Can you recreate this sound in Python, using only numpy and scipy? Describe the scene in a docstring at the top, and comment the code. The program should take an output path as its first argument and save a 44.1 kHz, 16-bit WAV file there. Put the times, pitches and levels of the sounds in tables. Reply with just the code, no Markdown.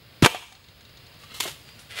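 """A forest edge, one microphone close to an upright bamboo cane, quiet insects and a low breeze behind.
A club drives a blade into the cane: a thud, a quick run of cracks that ring the tube, a loose knock.
The trees throw the cracks back, and faint dry ticks fill the pause. A second later the halves are
pulled apart with a creak, a snap and tearing fibres. Last, one half is dragged over dry litter
while a distant insect trills."""
import sys
import numpy as np
from scipy import signal
from scipy.fft import rfft, irfft
from scipy.io import wavfile

SR = 44100
rng = np.random.default_rng(int(sys.argv[2]) if len(sys.argv) > 2 else 0)


def inscribe(sig):
    """Save sig as 16-bit PCM at rate SR to the path in sys.argv[1].

    A 1-D sig is mono; a 2-D sig holds one channel per row.
    Samples are clipped to [-1, 1] before scaling.
    """
    pcm = np.round(np.clip(np.atleast_2d(sig).T, -1, 1) * 32767)
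    wavfile.write(sys.argv[1], SR, pcm.astype(np.int16))


N = 88200
T = np.arange(N) / SR

# colour of the breaking cane wall (frequency [Hz], relative level [dB])
WALL_COLOUR = [(50, -58), (150, -20.5), (350, 3.5), (800, -0.5), (1500, 4.5), (2200, 1.5), (3200, 1),
               (4000, -1.5), (5800, -7.5), (7500, -9.5), (10500, -13.5), (13000, -17.5), (16000, -27)]
# colour of tearing fibres (frequency [Hz], relative level [dB])
FIBRE_COLOUR = [(30, -51.5), (200, -21), (400, -8), (650, -21), (1000, -3.5), (1500, -10.5), (2300, -6.5),
                (3500, -1), (5500, -6.5), (7400, -7), (9300, -10), (10500, -10), (13500, -13), (16000, -21)]
# modes of a split half (frequency [Hz], relative level [dB], t60 [s])
HALF_MODES = [(430, -11, .04), (996, 0, .05), (2195, -5, .05), (2640, -5, .04), (3150, -3, .04),
              (3500, 2, .03), (3870, -2, .025), (4362, 0, .04), (7180, -5, .02), (7500, -1, .025),
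              (8735, -8, .03)]


def amp(db):
    """Decibels to gain."""
    return 10 ** (np.asarray(db) / 20)


def unit(x):
    """Scales to energy 1."""
    return x / np.sqrt(np.sum(x ** 2) + 1e-20)


def read(points, hz):
    """Reads a curve on a log-frequency axis."""
    f, value = np.transpose(points)
    return np.interp(np.log(hz + 1), np.log(f), value)


def level(points):
    """Gain over time from (time [s], level [dB]) points."""
    return amp(np.interp(T, *np.transpose(points)))


def add(mix, s, sound):
    """Adds a sound at its time."""
    part = mix[max(round(s * SR), 0):][:len(sound)]
    part += sound[:len(part)]


def through(x, response):
    """Passes a sound through an impulse response."""
    return signal.fftconvolve(x, response)[:N]


def colour(points, size=4096):
    """Minimum-phase impulse response with the given spectral shape, energy 1."""
    hz = abs(np.fft.fftfreq(size, 1 / SR))
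    log_gain = np.log(amp(read(points, hz)))
    spectrum = np.exp(np.conj(signal.hilbert(log_gain)))
    return unit(np.fft.ifft(spectrum).real[:size // 2])


def ring(modes):
    """Impulse response of dying modes, energy 1; little is radiated below the lowest."""
    t = T[:SR // 4]
    swing = sum(amp(db - 60 * t / t60) * np.sin(2 * np.pi * hz * t) for hz, db, t60 in modes)
    low_cut = signal.butter(2, .5 * modes[0][0], "high", fs=SR, output="sos")
    return unit(signal.sosfilt(low_cut, swing))


def steady(response):
    """Steady noise with the colour of a response."""
    return irfft(rfft(rng.standard_normal(N)) * rfft(response, N), N)


def crackle(per_s, spread_db):
    """Stream of tiny clicks of uneven size, rms 1."""
    size = amp(spread_db * np.minimum(rng.exponential(1, N), 4))
    sign = rng.choice([-1, 1], N)
    occurs = rng.random(N) < per_s / SR
    return unit(size * sign * occurs) * np.sqrt(N)


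def spray(decay_s):
    """A short dying burst of fibre breaks, energy 1."""
    t = T[:SR // 16]
    breaks = crackle(per_s=22000, spread_db=1.5)[:len(t)]
    return unit(breaks * np.exp(-t / max(decay_s, .0016)))


def background():
    """Far from the microphone: forest air, an insect chorus, a low breeze and two thin tones."""
    # colours of the air and of the breeze's rumble (frequency [Hz], relative level [dB])
    air_colour = [(100, -2), (250, -2.5), (500, 1.5), (900, -4.5), (2000, -2), (4400, -2), (5100, -2),
                  (5600, -17.5), (6700, -15), (8000, -18), (16000, -15)]
    breeze_colour = [(20, -31), (38, -9.5), (60, 0), (115, 3.5), (170, -3.5), (260, -11.5), (600, -28.5),
                     (2000, -42)]
    # their level, which dips after the blow and slowly recovers (time [s], level [dB])
    air_levels = [(0, -55.5), (.22, -52), (.4, -61.5), (.7, -56), (1.1, -52), (2, -53)]
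    breeze_levels = [(0, -55), (.2, -55), (.45, -60.5), (.9, -56), (1.3, -54), (1.65, -53.5), (2, -54.5)]
    # bands of the insect chorus (frequency [Hz], relative level [dB], t60 [s])
    chorus_bands = [(1144, 1.5, 0.21), (2300, -4, 0.075), (2797, 6, 0.18), (3130, -10.5, 0.12),
                    (3697, 3, 0.075), (4200, 11, 0.0067)]
    # a distant insect's short trill and a steady whine
    # (centre time [s], length [s], frequency [Hz], width [Hz], level [dB])
    thin_tones = [(1.705, .13, 4740, 45, -53.5), (1.1, 4, 15673, 5, -67)]
    air = steady(colour(air_colour))
    chorus = amp(-12.5) * steady(ring(chorus_bands))
    breeze = steady(colour(breeze_colour))
    out = level(air_levels) * (air + chorus) + level(breeze_levels) * breeze
    for s, length, hz, width, db in thin_tones:
        drift = np.cumsum(rng.standard_normal(N)) * np.sqrt(2 * np.pi * width / SR)
        swell = np.exp(-(2 * (T - s) / length) ** 2)
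        out += amp(db) * swell * np.sin(2 * np.pi * hz * T + drift)
    return out


def forest_echo(x):
    """Quick scatter from the ground and a hut nearby, then a longer wash from the trees."""
    # colour of the echo (frequency [Hz], relative level [dB])
    echo_colour = [(60, -24), (250, -15), (500, -6.5), (900, -3.5), (1500, -11.5), (2500, 0.5), (3000, 3.5),
                   (3700, 1), (4500, -4.5), (8000, -3.5), (16000, 4.5)]
    # decay among the trees (frequency [Hz], t60 [s])
    tree_decay = [(100, 0.18), (600, 0.4), (1500, 0.78), (3200, 0.61), (7000, 0.84), (16000, 0.49)]
    t = T[:SR]
    hz, frame_s, noise = signal.stft(rng.standard_normal(SR), SR, nperseg=256)
    fade = amp(-60 * frame_s / read(tree_decay, hz)[:, None])
    trees = signal.istft(noise * fade, SR, nperseg=256)[1][:SR]
    near = rng.standard_normal(SR) * np.exp(-t / .051)
    rise = 1 - np.exp(-(t / .0093) ** 2)
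    response = amp(-14.5) * unit(trees * rise) + amp(-17) * unit(near * rise)
    return through(through(x, response), colour(echo_colour))


def leaves():
    """Dry leaves shift on the ground in short crisp rustles."""
    # rustles (time [s], energy [dB], decay [s])
    rustles = [(0.5234, -29.5, 0.0068), (1.062, -40, 0.0095), (1.792, -18, 0.039)]
    # colour of dry leaves (frequency [Hz], relative level [dB])
    leaf_colour = [(300, -24), (1500, 4.5), (4500, 4.5), (7300, -1), (10500, 1.5), (16000, -22)]
    out = np.zeros(N)
    for s, db, decay_s in rustles:
        add(out, s, amp(db) * spray(decay_s))
    return through(out, colour(leaf_colour))


def ticks():
    """Faint dry ticks in the pause, each with a brief ring."""
    # dry ticks (time [s], relative energy [dB])
    events = [(.523, -22.5), (0.551, -24), (.641, -26.5), (.686, -24.5), (0.808, -22.5), (0.851, -23.5),
              (0.893, -26.5), (0.972, -20.5), (1.065, -23.5), (1.141, -26.5), (1.236, -22)]
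    # their colour (frequency [Hz], relative level [dB])
    tick_colour = [(200, -25), (1000, -10), (3300, -5), (4200, 2), (5300, -11), (6600, -8), (8000, -20),
                   (16000, -30)]
    # their modes (frequency [Hz], relative level [dB], t60 [s])
    tick_modes = [(2800, -12, .02), (3830, 0, .03), (4270, 0, .03), (6600, -11, .02)]
    bursts = np.zeros(N)
    for s, db in events:
        add(bursts, s, amp(db) * spray(decay_s=.0073))
    return amp(-5) * through(bursts, colour(tick_colour)) + amp(-9) * through(bursts, ring(tick_modes))


def dragging():
    """Grit and dry leaves catch on the sliding half and ring it."""
    # scraping over the litter (time [s], level [dB])
    drag = [(1.64, -79), (1.69, -50), (1.73, -78), (1.775, -58), (1.80, -56), (1.84, -77), (1.89, -63),
            (1.908, -42), (1.925, -42), (1.948, -44.5), (1.972, -35.5), (1.99, -30.5), (2.0, -32)]
    # colour of the scraping (frequency [Hz], relative level [dB])
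    litter_colour = [(100, -20), (350, -15.5), (650, 0.5), (950, -10.5), (1400, 3), (3300, 5), (4500, -0.5),
                     (6000, -8.5), (10000, -10), (16000, -23)]
    # modes of the dragged half (frequency [Hz], relative level [dB], t60 [s])
    modes = [(605, -35, 0.064), (1480, 3.5, 0.09), (1790, -22, 0.085), (2035, 8.5, 0.15), (2525, 7, 0.044),
             (2860, -2, 0.063), (3180, -13, .06), (3450, -15, .08)]
    catches = crackle(per_s=4000, spread_db=2) * level(drag) * (T > drag[0][0])
    return through(catches, colour(litter_colour)) + amp(-6.5) * through(catches, ring(modes))


def creaking():
    """The strained cane creaks as it gives: small slips ring its modes."""
    # course of the creak (time [s], level [dB])
    strain = [(1.2, -58), (1.238, -55.5), (1.29, -57), (1.315, -44), (1.335, -52), (1.346, -44.5),
              (1.39, -48), (1.44, -37), (1.49, -54), (1.56, -65)]
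    # modes of the strained cane (frequency [Hz], relative level [dB], t60 [s])
    modes = [(1300, -2.5, 0.099), (2136, 2, 0.1), (2730, 1, 0.11), (2970, 3, 0.062), (3300, 7, 0.025),
             (3910, 4, 0.04), (4140, -1, .06)]
    strained = (T > strain[0][0]) & (T < strain[-1][0])
    slips = crackle(per_s=700, spread_db=1.5) * level(strain) * strained
    return through(slips, ring(modes))


def tearing():
    """Fibres between the halves break under the pull and ring them."""
    # tearing as the halves are pulled (time [s], level [dB])
    pull = [(1.19, -59.5), (1.235, -56), (1.28, -61), (1.312, -58), (1.338, -58), (1.343, -40),
            (1.398, -45.5), (1.412, -35.5), (1.444, -31.5), (1.452, -40.5), (1.484, -37), (1.51, -42.5),
            (1.57, -59), (1.62, -62)]
    breaks = crackle(per_s=5000, spread_db=2.5) * level(pull) * (T > pull[0][0])
    return through(breaks, colour(FIBRE_COLOUR)) + amp(-14) * through(breaks, ring(HALF_MODES))


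def knocks():
    """Loose wood meets wood or earth: a hollow note with a dry tick."""
    # knocks (time [s], energy [dB], pitch [Hz], t60 [s], tick against note [dB])
    hits = [(0.3467, -3, 732, 0.057, -6.5), (.424, -21, 932, 0.056, -1), (.520, -26, 762, 0.19, -18),
            (1.237, -22.5, 1175, 0.11, -4), (1.316, -24.5, 238, .05, 2), (1.454, -10.5, 657, 0.05, -8),
            (1.458, -11.5, 373, 0.11, 0.5), (1.476, -17.5, 551, 0.11, 8.5)]
    # modes of a knock (frequency [multiple of pitch], relative level [dB])
    partials = [(.5, -31), (.93, -29), (1, 18.5), (1.12, 11), (1.6, 10.5), (1.9, -22), (2.75, -21)]
    out, wall = np.zeros(N), colour(WALL_COLOUR)
    for s, db, hz, t60, tick_db in hits:
        add(out, s, amp(db) * ring([(hz * ratio, mode_db, t60) for ratio, mode_db in partials]))
        add(out, s, amp(db + tick_db) * through(spray(decay_s=.012), wall))
    return out


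def thuds():
    """Each dull thud is a few heavy swings that swell and stop."""
    # the club lands, the cane is driven against the ground, a half is set down
    # (time [s], length [s], pitch [Hz], level [dB])
    blows = [(.2245, 0.0052, 259, -2.5), (.2262, 0.023, 125.6, -9), (1.485, 0.069, 147, -45.5)]
    out = np.zeros(N)
    for s, length, hz, db in blows:
        t = np.arange(0, length, 1 / SR)
        add(out, s, amp(db) * np.sin(np.pi * t / length) * np.sin(2 * np.pi * hz * t))
    return out


def splitting(cracks, spectrum, modes, detune=.0066):
    """Each crack is a spray of breaking fibres, and its jolt rings the cane."""
    direct, rung = np.zeros(N), np.zeros(N)
    for s, db, decay_s, ring_db in cracks:
        add(direct, s, amp(db) * spray(decay_s))
        # the modes shift a little as each crack opens the wall further
        shifts = 1 + detune * rng.standard_normal(len(modes))
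        shifted = [(hz * shift, mode_db, t60) for (hz, mode_db, t60), shift in zip(modes, shifts)]
        add(rung, s, amp(db + ring_db) * ring(shifted))
    return through(direct, colour(spectrum)) + rung


def halves_snapping():
    """Fibres snap as the halves part, and the halves ring."""
    # snaps (time [s], energy [dB], spray decay [s], ring against spray [dB])
    snaps = [(1.402, -0.5, 0.0083, -5.5), (1.4062, -1, 0.0023, -1), (1.4087, -5.5, 0.0031, -5.5),
             (1.444, -13, 0.0023, -16), (1.486, -28, 0.0024, -20), (1.5155, -19, 0.0014, -25)]
    return splitting(snaps, FIBRE_COLOUR, HALF_MODES)


def cane_cracking():
    """Close to the microphone, the blade sends cracks down the whole cane and the tube rings."""
    # cracks (time [s], energy [dB], spray decay [s], ring against spray [dB])
    cracks = [(.2229, -1, 0.0041, -14), (.2251, 8, 0.014, -17), (.2325, 0, 0.012, 3),
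              (.2381, 2.5, 0.0058, -17), (.2451, 8.5, 0.0034, -1), (.2489, 12, 0.0022, -8),
              (.2532, 5.5, .0025, -11), (.2601, 14, 0.002, 1), (.2642, 9, 0.0043, 0)]
    # modes of the tube (frequency [Hz], relative level [dB], t60 [s])
    tube_modes = [(380, -4, .04), (501, -3, .05), (709, -3, .05), (910, -1, .045), (975, -3, .03),
                  (1181, -4, .04), (1295, -3, .035), (1381, -1, .04), (1580, 0, .04), (1900, 0, .02),
                  (2310, -2, .05), (2980, 4, .012), (3280, 4, .012), (6780, -15, .04)]
    return splitting(cracks, WALL_COLOUR, tube_modes)


def scene():
    """The work on the cane up close, its echo and the forest behind it, in mono."""
    work = thuds() + cane_cracking() + knocks()
    work = work + halves_snapping() + tearing() + creaking() + dragging() + ticks() + leaves()
    return (work + forest_echo(work) + background())[None]


def record(dry):
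    """Behind the microphone, the loudest peaks are rounded off and the highest treble is cut."""
    ceiling, edge_hz = .95, 15760
    rounded = dry / (1 + (dry / ceiling) ** 4) ** (1 / 4)
    low_pass = signal.firwin(1023, edge_hz, window=("kaiser", 9), fs=SR)
    return signal.oaconvolve(rounded, low_pass[None], "same")


dry = scene()
out = record(dry)
inscribe(out)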